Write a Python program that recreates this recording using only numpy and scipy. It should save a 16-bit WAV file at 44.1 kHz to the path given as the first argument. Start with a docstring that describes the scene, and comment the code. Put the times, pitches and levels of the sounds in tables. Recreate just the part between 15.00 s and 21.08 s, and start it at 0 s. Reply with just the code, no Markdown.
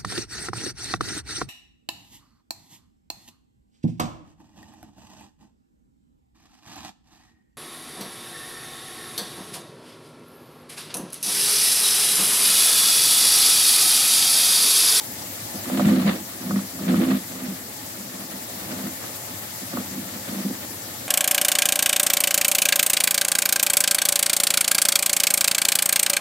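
"""Water hisses throughout in a pipe (banded noise, air resonances, soft bubbles), the hiss sinking a
little from 0.9 to 3.4 s. From 0.6 s a push cable is fed in strokes down a ribbed drain hose off a hollow
plastic reel on a wooden floor: rib blows and hard bumps ring the drum modes, the jacket scrapes (gritty
noise), the housing ticks (modes). Strokes are heaviest to about 2.5 s, then fainter, with bumps and ticks
again at 4.6-5.5 s and a weak last rub at 5.8 s. A hand-held phone hears the reel on its right."""
import sys
import numpy as np
from scipy import signal
from scipy.fft import rfft, irfft, next_fast_len
from scipy.io import wavfile
from scipy.ndimage import uniform_filter1d

SR = 44100
rng = np.random.default_rng(int(sys.argv[2]) if len(sys.argv) > 2 else 0)


def int16_out(signal):
    """Quantize to a 16-bit WAV file."""
    q = np.round(np.clip(np.atleast_2d(signal).T, -1, 1) * 32767)
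    wavfile.write(sys.argv[1], SR, q.astype(np.int16))


N = 268117

# cable strokes: start t/s, speeding up t/s, running t/s, slowing t/s, boom level/dB, rub level/dB
CABLE_STROKES = [(0.56, 0.28, .2, .24, -25.5, -32.5), (1.3, 0.21, 0.056, 0.11, -28.5, -42),
                 (1.68, 0.27, .19, .08, -24, -35), (2.2, 0.2, 0.09, 0.18, -33, -42),
                 (2.85, 0.11, .04, 0.15, -38, -61), (3.1, 0.044, 0.17, 0.17, -39.5, -47),
                 (3.46, 0.26, .15, .07, -35, -40), (3.98, .04, .04, .05, -46, -43),
                 (4.15, 0.13, .04, .13, -43, -47), (4.66, 0.075, 0.039, 0.11, -34.5, -39),
                 (4.82, 0.11, 0.07, 0.19, -35.5, -43.5), (5.09, 0.061, 0.016, 0.057, -38.5, -42.5),
                 (5.2, 0.097, 0.077, 0.092, -33, -38), (5.41, 0.047, .06, 0.2, -37, -47),
                 (5.75, 0.18, .08, .12, -53, -45.5)]
# hard bumps of the cable in the drum: t/s, nominal level/dB, lean to the deepest modes/dB
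DRUM_BUMPS = [(0.541, -22, 0), (0.668, -25, -6), (0.716, -14, -1.5), (0.732, -21, -4), (0.747, -19, -5),
              (0.77, -17, -1), (0.785, -16, 7), (0.798, -15, -4), (0.82, -17.5, 10), (0.846, -7.5, 4),
              (0.859, -5, 5), (0.873, -8, 0), (0.883, -11, 3), (0.902, -11.5, 7), (0.918, -7.5, -3),
              (0.945, -12.5, 1), (0.964, -10, -4), (0.981, -16, -8), (1.007, -17, 10), (1.049, -10, 3),
              (1.073, -13, 6), (1.09, -14.5, -4), (1.106, -18, 7), (1.139, -16.5, -2.5), (1.46, -25, 4),
              (1.497, -17, 3.5), (1.527, -16, 1.5), (1.548, -21, -4), (1.563, -16, 8), (1.589, -28, 0),
              (1.803, -20.5, -4), (1.833, -18.5, 0), (1.867, -12, 0), (1.884, -9.5, 3), (1.911, -8, 2),
              (1.928, -7, -2), (1.949, -14, 2.5), (1.977, -9.5, 4), (2.0, -7.5, -3), (2.021, -9, -0.5),
              (2.055, -20, -6), (2.074, -12.5, -2.5), (2.095, -18, -3), (2.113, -12, 0.5), (2.14, -31, -5),
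              (2.42, -31, 3), (2.479, -23.5, 4), (3.337, -27, 4.5), (3.691, -25, -2), (3.721, -23.5, -6),
              (3.756, -31, 0), (3.791, -27, -7), (3.838, -23, 4.5), (3.862, -27, -5), (4.618, -24.5, -1),
              (4.735, -20, -2), (4.768, -20, -5.5), (4.956, -25, 2), (5.153, -25.5, 5), (5.314, -25, -1),
              (5.34, -31, -10), (5.39, -26, 3), (5.448, -11.5, 1.5), (5.497, -16.5, -3)]
# drum modes: f/Hz, relative level/dB, t60/s, left minus right/dB
DRUM_MODES = [(108, -15.5, 0.14, -2), (199, 2, 0.125, 0), (251, 1, 0.125, -2.5), (317, -3, 0.1, -3.5),
              (428, -15, 0.089, -3), (517, -12, 0.079, 7.5), (586, -13.5, 0.057, 0), (711, -16.5, 0.056, 5)]
# hard slips of the jacket, short bursts of grit: t/s, nominal level/dB
JACKET_SLIPS = [(0.772, -32), (0.885, -33), (0.945, -35), (0.99, -33), (1.038, -30.5), (1.09, -29),
                (1.108, -38), (1.16, -38), (1.57, -36), (1.878, -27.5), (1.955, -35), (2.03, -31),
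                (2.075, -36), (2.108, -30.5), (2.145, -42), (3.715, -31), (3.862, -34)]
# scrape colour: f/Hz, relative level/dB
SCRAPE_COLOUR = [(350, -8.5), (600, 2), (900, -9.5), (1200, -3.5), (1550, -9), (1850, -7.5), (2500, -10.5),
                 (4500, -16), (6000, -50)]
# scrape balance: f/Hz, left minus right/dB
SCRAPE_BALANCE = [(500, 0), (1000, 1), (1900, -8.5), (3500, 10)]
# ticks on the housing: t/s, nominal level/dB, brightness/dB, extra edge in the top modes/dB
HOUSING_TICKS = [(0.656, -28, 8, -1), (0.698, -15, -1, 0), (0.795, -6.5, -1, -6), (0.805, -15, -4, -6),
                 (0.887, -17.5, -4, 16), (1.105, -34, 4, 8), (1.508, -13, 3, -1), (1.559, -23, 6.5, 11),
                 (1.59, -27.5, 9, 0), (1.79, -28.5, 7, -3), (1.883, -34, -2, 5), (1.942, -18.5, 6, -3),
                 (2.003, -24, -5, 0), (2.052, -27, 10, 0), (2.115, -19.5, 6.5, 7), (2.147, -37, 5, 0),
                 (4.039, -26, 1, 3), (4.733, -20.5, 1, -8), (4.771, -13, 2, -1)]
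# housing modes: f/Hz, relative level/dB, t60/s, left minus right/dB
HOUSING_MODES = [(579, 4, 0.043, -5), (713, 1, 0.047, -8), (830, -17, 0.032, 1), (1155, 10.5, 0.036, -9),
                 (1270, 10, 0.059, 5), (1430, 6, 0.031, -15), (1460, -3, 0.03, -4), (1866, 0, 0.03, -7),
                 (2050, -8, .03, 1), (2440, -10, .03, 8)]
# level of the hiss, sinking a little after 0.9 s and returning near 3.4 s: t/s, level/dB
HISS_LEVEL = [(0, -32.5), (.86, -32.5), (.98, -34.5), (3.3, -34.5), (3.55, -33), (6.08, -33.4)]
# water colour: f/Hz, relative level/dB
WATER_COLOUR = [(30, -38), (55, -21), (105, 1), (150, -7.5), (280, -2.5), (450, -13), (1000, -13.5),
                (1400, -15.5), (2600, -17), (4800, -13), (9500, -14.5), (12600, -11.5), (16000, -16)]
# water balance: f/Hz, left minus right/dB
WATER_BALANCE = [(60, 3), (110, -0.5), (200, -1), (380, -2.5), (700, 0.5), (1290, -3.5), (2380, -0.5),
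                 (4400, 2.5), (8120, 4.5), (15000, 8)]
# likeness of the two water channels: f/Hz, shared power (0-1)
WATER_LIKENESS = [(30, .8), (100, .94), (300, .94), (420, .65), (600, .7), (900, .5), (1200, .15),
                  (4000, .03)]
# air resonances of the pipe: f/Hz, width/Hz, lift/dB
PIPE_RESONANCES = [(530, 35, 7), (693, 97, 6.5), (860, 62, 9), (1780, 130, 5.5), (2060, 370, 4),
                   (4600, 540, 0.5), (7400, 930, 3.5)]

T_S = np.arange(N) / SR
FFT_LEN = next_fast_len(N + SR // 4)
F_HZ = np.maximum(np.arange(FFT_LEN // 2 + 1) * SR / FFT_LEN, 1.)

# boom: power of cable speed (0-1); rub: sets in near a threshold speed, then levels off
BOOM_POWER, RUB_POWER, RUB_FROM_SPEED = 1.22, 2.3, 0.66
BOOM_IDLE_DB, RUB_IDLE_DB = -59.5, -46  # the slack cable still rustles
RIBS_PER_S, RIB_JITTER = 56, .3  # median rate; log-normal spread of the gaps
DRUM_RISE_S, HOUSING_RISE_S = 0.0037, 0.00025  # the air in the drum takes a moment to build up
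SLIP_RISE_S, SLIP_FADE_S = 0.0014, 0.023
# left microphone hears later, except in the bass that fills the room
REEL_LAG_S, WATER_LAG_S, LAG_FROM_HZ = 0.00017, 0.0004086, 620
TOP_HZ = 15870


def drum(boom_db):
    """Uneven rib blows and a fine grind ring the drum modes; hard bumps stand out."""
    gaps_s = np.exp(RIB_JITTER * rng.standard_normal(600)) / RIBS_PER_S
    times_s = np.cumsum(gaps_s)
    ribs = unit(blows(times_s[times_s < N / SR], 1.0))
    drive = undb(-6.0) * ribs + rng.standard_normal(N)
    drive_rms = np.sqrt(np.mean(ring(drive, DRUM_MODES, 0.0009, DRUM_RISE_S) ** 2))
    rolling = ring(drive * undb(boom_db) / drive_rms, DRUM_MODES, 0.00088, DRUM_RISE_S)

    t_s, db, deep_db = np.transpose(DRUM_BUMPS)
    low_blows = blows(t_s, undb(db - 7.0 + deep_db))
    high_blows = blows(t_s, undb(db - 6.0 - deep_db))
    low_bumps = ring(low_blows, modes_between(DRUM_MODES, 0, 225), 0.00085, DRUM_RISE_S)
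    high_bumps = ring(high_blows, modes_between(DRUM_MODES, 225, SR), 0.00094, DRUM_RISE_S)

    # a small drum radiates little deep bass
    return highpass(rolling + low_bumps + high_bumps, 2, 125)


def scrape(rub_db):
    """Jacket friction: patchy noise, roughened by many small slips and burst by hard ones."""
    spectra = hiss(over_hz(SCRAPE_COLOUR), over_hz(SCRAPE_BALANCE), 0.2)
    noise = unit(irfft(spectra, FFT_LEN)[:, :N])

    where, size = rng.random((1200, 2)).T
    small_blows = blows(where * N / SR, undb(7.0 * size))
    small_slips = signal.fftconvolve(small_blows, np.exp(-T_S[:900] / 0.01))[:N]
    roughness = unit(1.05 + unit(small_slips))

    t_s, db = np.transpose(JACKET_SLIPS)
    burst_t_s = T_S[:SR // 8]
    burst = (1 - np.exp(-burst_t_s / SLIP_RISE_S)) * np.exp(-burst_t_s / SLIP_FADE_S)
    hard_slips = signal.fftconvolve(blows(t_s, undb(db)), burst)[:N]

    patchy_rub = undb(rub_db + 1.3 * walk(25))
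    return noise * roughness * np.hypot(patchy_rub, hard_slips)


def ticks():
    """Short hollow housing ticks; where the cable lands decides which modes speak."""
    t_s, db, bright_db, edge_db = np.transpose(HOUSING_TICKS)
    low_blows = blows(t_s, undb(db - 5.0 - bright_db))
    mid_blows = blows(t_s, undb(db - 7.0 + bright_db))
    high_blows = blows(t_s, undb(db - 19.5 + bright_db + edge_db))
    low = ring(low_blows, modes_between(HOUSING_MODES, 0, 950), 0.00075, HOUSING_RISE_S)
    mid = ring(mid_blows, modes_between(HOUSING_MODES, 950, 1640), 0.00032, HOUSING_RISE_S)
    high = ring(high_blows, modes_between(HOUSING_MODES, 1640, 9000), 0.00022, HOUSING_RISE_S)
    # the small part has no bass
    return highpass(low + mid + high, 4, 480)


def water():
    """Broad hiss lifted by the pipe's air resonances; each half-octave band flickers alone."""
    lift_db = sum(db / (1 + (2 * (F_HZ - f_hz) / width_hz) ** 2)
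                  for f_hz, width_hz, db in PIPE_RESONANCES)
    spectra = hiss(over_hz(WATER_COLOUR) + lift_db, over_hz(WATER_BALANCE), over_hz(WATER_LIKENESS))
    half_octaves = 2 * np.log2(F_HZ / 40)
    out = 0
    for k in range(19):
        band = np.cos(np.pi / 2 * np.clip(half_octaves - k, -1, 1)) ** 2
        flicker_db = (2.24 - 0.067 * k) * walk(60)
        out = out + irfft(spectra * band, FFT_LEN)[:, :N] * undb(flicker_db)
    t_s, db = np.transpose(HISS_LEVEL)
    return unit(out) * undb(np.interp(T_S, t_s, db))


def bubbles():
    """Soft bubbles in the pipe mouth: decaying sines gliding up, scattered left and right."""
    out = np.zeros((2, N + SR))
    t_s = T_S[:SR // 8]
    sides = np.array([[1], [-1]])
    for when, pitch, size, side in rng.random((70, 4)):
        f_hz = 480 * 2.2 ** pitch
        start = int(when * N)
        envelope = np.exp(-t_s * f_hz / 14) * (1 - np.exp(-t_s / 0.0036))
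        tone = np.sin(2 * np.pi * f_hz * (t_s + 1.63 * t_s ** 2)) * envelope
        level_db = -50.0 + 6.4 * size + 12.0 * (side - .5) * sides
        out[:, start:start + len(t_s)] += tone * undb(level_db)
    return out[:, :N]


def strokes(column, law, idle_db):
    """Level/dB of a sound following cable speed (0-1): ramp up, run, ramp down."""
    energy = undb(2 * idle_db)
    for row in CABLE_STROKES:
        speed = np.interp(T_S, np.cumsum(row[:4]), [0, 1, 1, 0])
        energy = energy + (undb(row[column]) * law(speed)) ** 2
    return 10 * np.log10(energy)


def ring(blow_train, modes, push_s, rise_s):
    """Soft pushes ring decaying modes into both channels; a unit blow peaks near 1."""
    t_s = T_S[:SR // 3]
    body = 0
    for f_hz, db, t60_s, pan_db in modes:
        gains = undb(db + np.array([[pan_db], [-pan_db]]) / 2)
        body = body + gains * np.sin(2 * np.pi * f_hz * t_s) * 1000. 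** (-t_s / t60_s)
    body = body * (1 - np.exp(-t_s / rise_s))
    push = np.hanning(int(push_s * SR) + 3)
    body = signal.fftconvolve(body, push[None], axes=1)
    return signal.fftconvolve(blow_train[None], body / np.abs(body).max(), axes=1)[:, :N]


def modes_between(modes, from_hz, to_hz):
    """Modes with from_hz <= f < to_hz."""
    return [mode for mode in modes if from_hz <= mode[0] < to_hz]


def blows(times_s, gains):
    """Impulses at the given times."""
    out = np.zeros(N)
    places = np.clip((np.asarray(times_s) * SR).astype(int), 0, N - 1)
    np.add.at(out, places, gains)
    return out


def hiss(db, pan_db, alike):
    """Left and right noise spectra with a colour, a balance and a shared part."""
    both, left, right = (rfft(rng.standard_normal(FFT_LEN)) for _ in range(3))
    alike = np.clip(alike, 0, 1)
    pair = np.sqrt(alike) * both + np.sqrt(1 - alike) * np.array([left, right])
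    return pair * undb(db + np.array([pan_db, -pan_db]) / 2)


def walk(rate_hz):
    """Random levels held 1 / rate_hz and smoothed twice; rms 1."""
    k = int(SR / rate_hz)
    steps = np.repeat(rng.standard_normal(N // k + 1), k)
    return unit(uniform_filter1d(uniform_filter1d(steps, k), k)[:N])


def over_hz(table):
    """A (f/Hz, value) table read on a log-frequency axis."""
    f_hz, value = np.transpose(table)
    return np.interp(np.log(F_HZ), np.log(f_hz), value)


def lag(x, lag_s):
    """Delay the left channel by the path between the microphones, fading out in the bass."""
    phase_rad = 2 * np.pi * F_HZ * lag_s / (1 + (LAG_FROM_HZ / F_HZ) ** 4)
    left = irfft(rfft(x[0], FFT_LEN) * np.exp(-1j * phase_rad), FFT_LEN)[:N]
    return np.array([left, x[1]])


def highpass(x, order, f_hz):
    """Butterworth high-pass."""
    return signal.sosfilt(signal.butter(order, f_hz, "high", fs=SR, output="sos"), x)


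def undb(db):
    """Decibels to gain."""
    return 10 ** (np.asarray(db) / 20)


def unit(x):
    """Scale to rms 1."""
    return x / np.sqrt(np.mean(x ** 2))


def scene():
    """Reel and water as they reach the two microphones."""
    boom_db = strokes(4, lambda v: v ** BOOM_POWER, BOOM_IDLE_DB)
    rub_db = strokes(5, lambda v: np.tanh((v / RUB_FROM_SPEED) ** RUB_POWER), RUB_IDLE_DB)
    reel = drum(boom_db) + scrape(rub_db) + ticks()
    pipe = water() + bubbles()
    return lag(reel, REEL_LAG_S) + lag(pipe, WATER_LAG_S)


def record(dry):
    """The phone thins the deep bass and cuts the top."""
    thin = highpass(dry, 5, 62)
    return signal.sosfilt(signal.ellip(12, .2, 80, TOP_HZ, fs=SR, output="sos"), thin)


dry = scene()
out = record(dry)
int16_out(out)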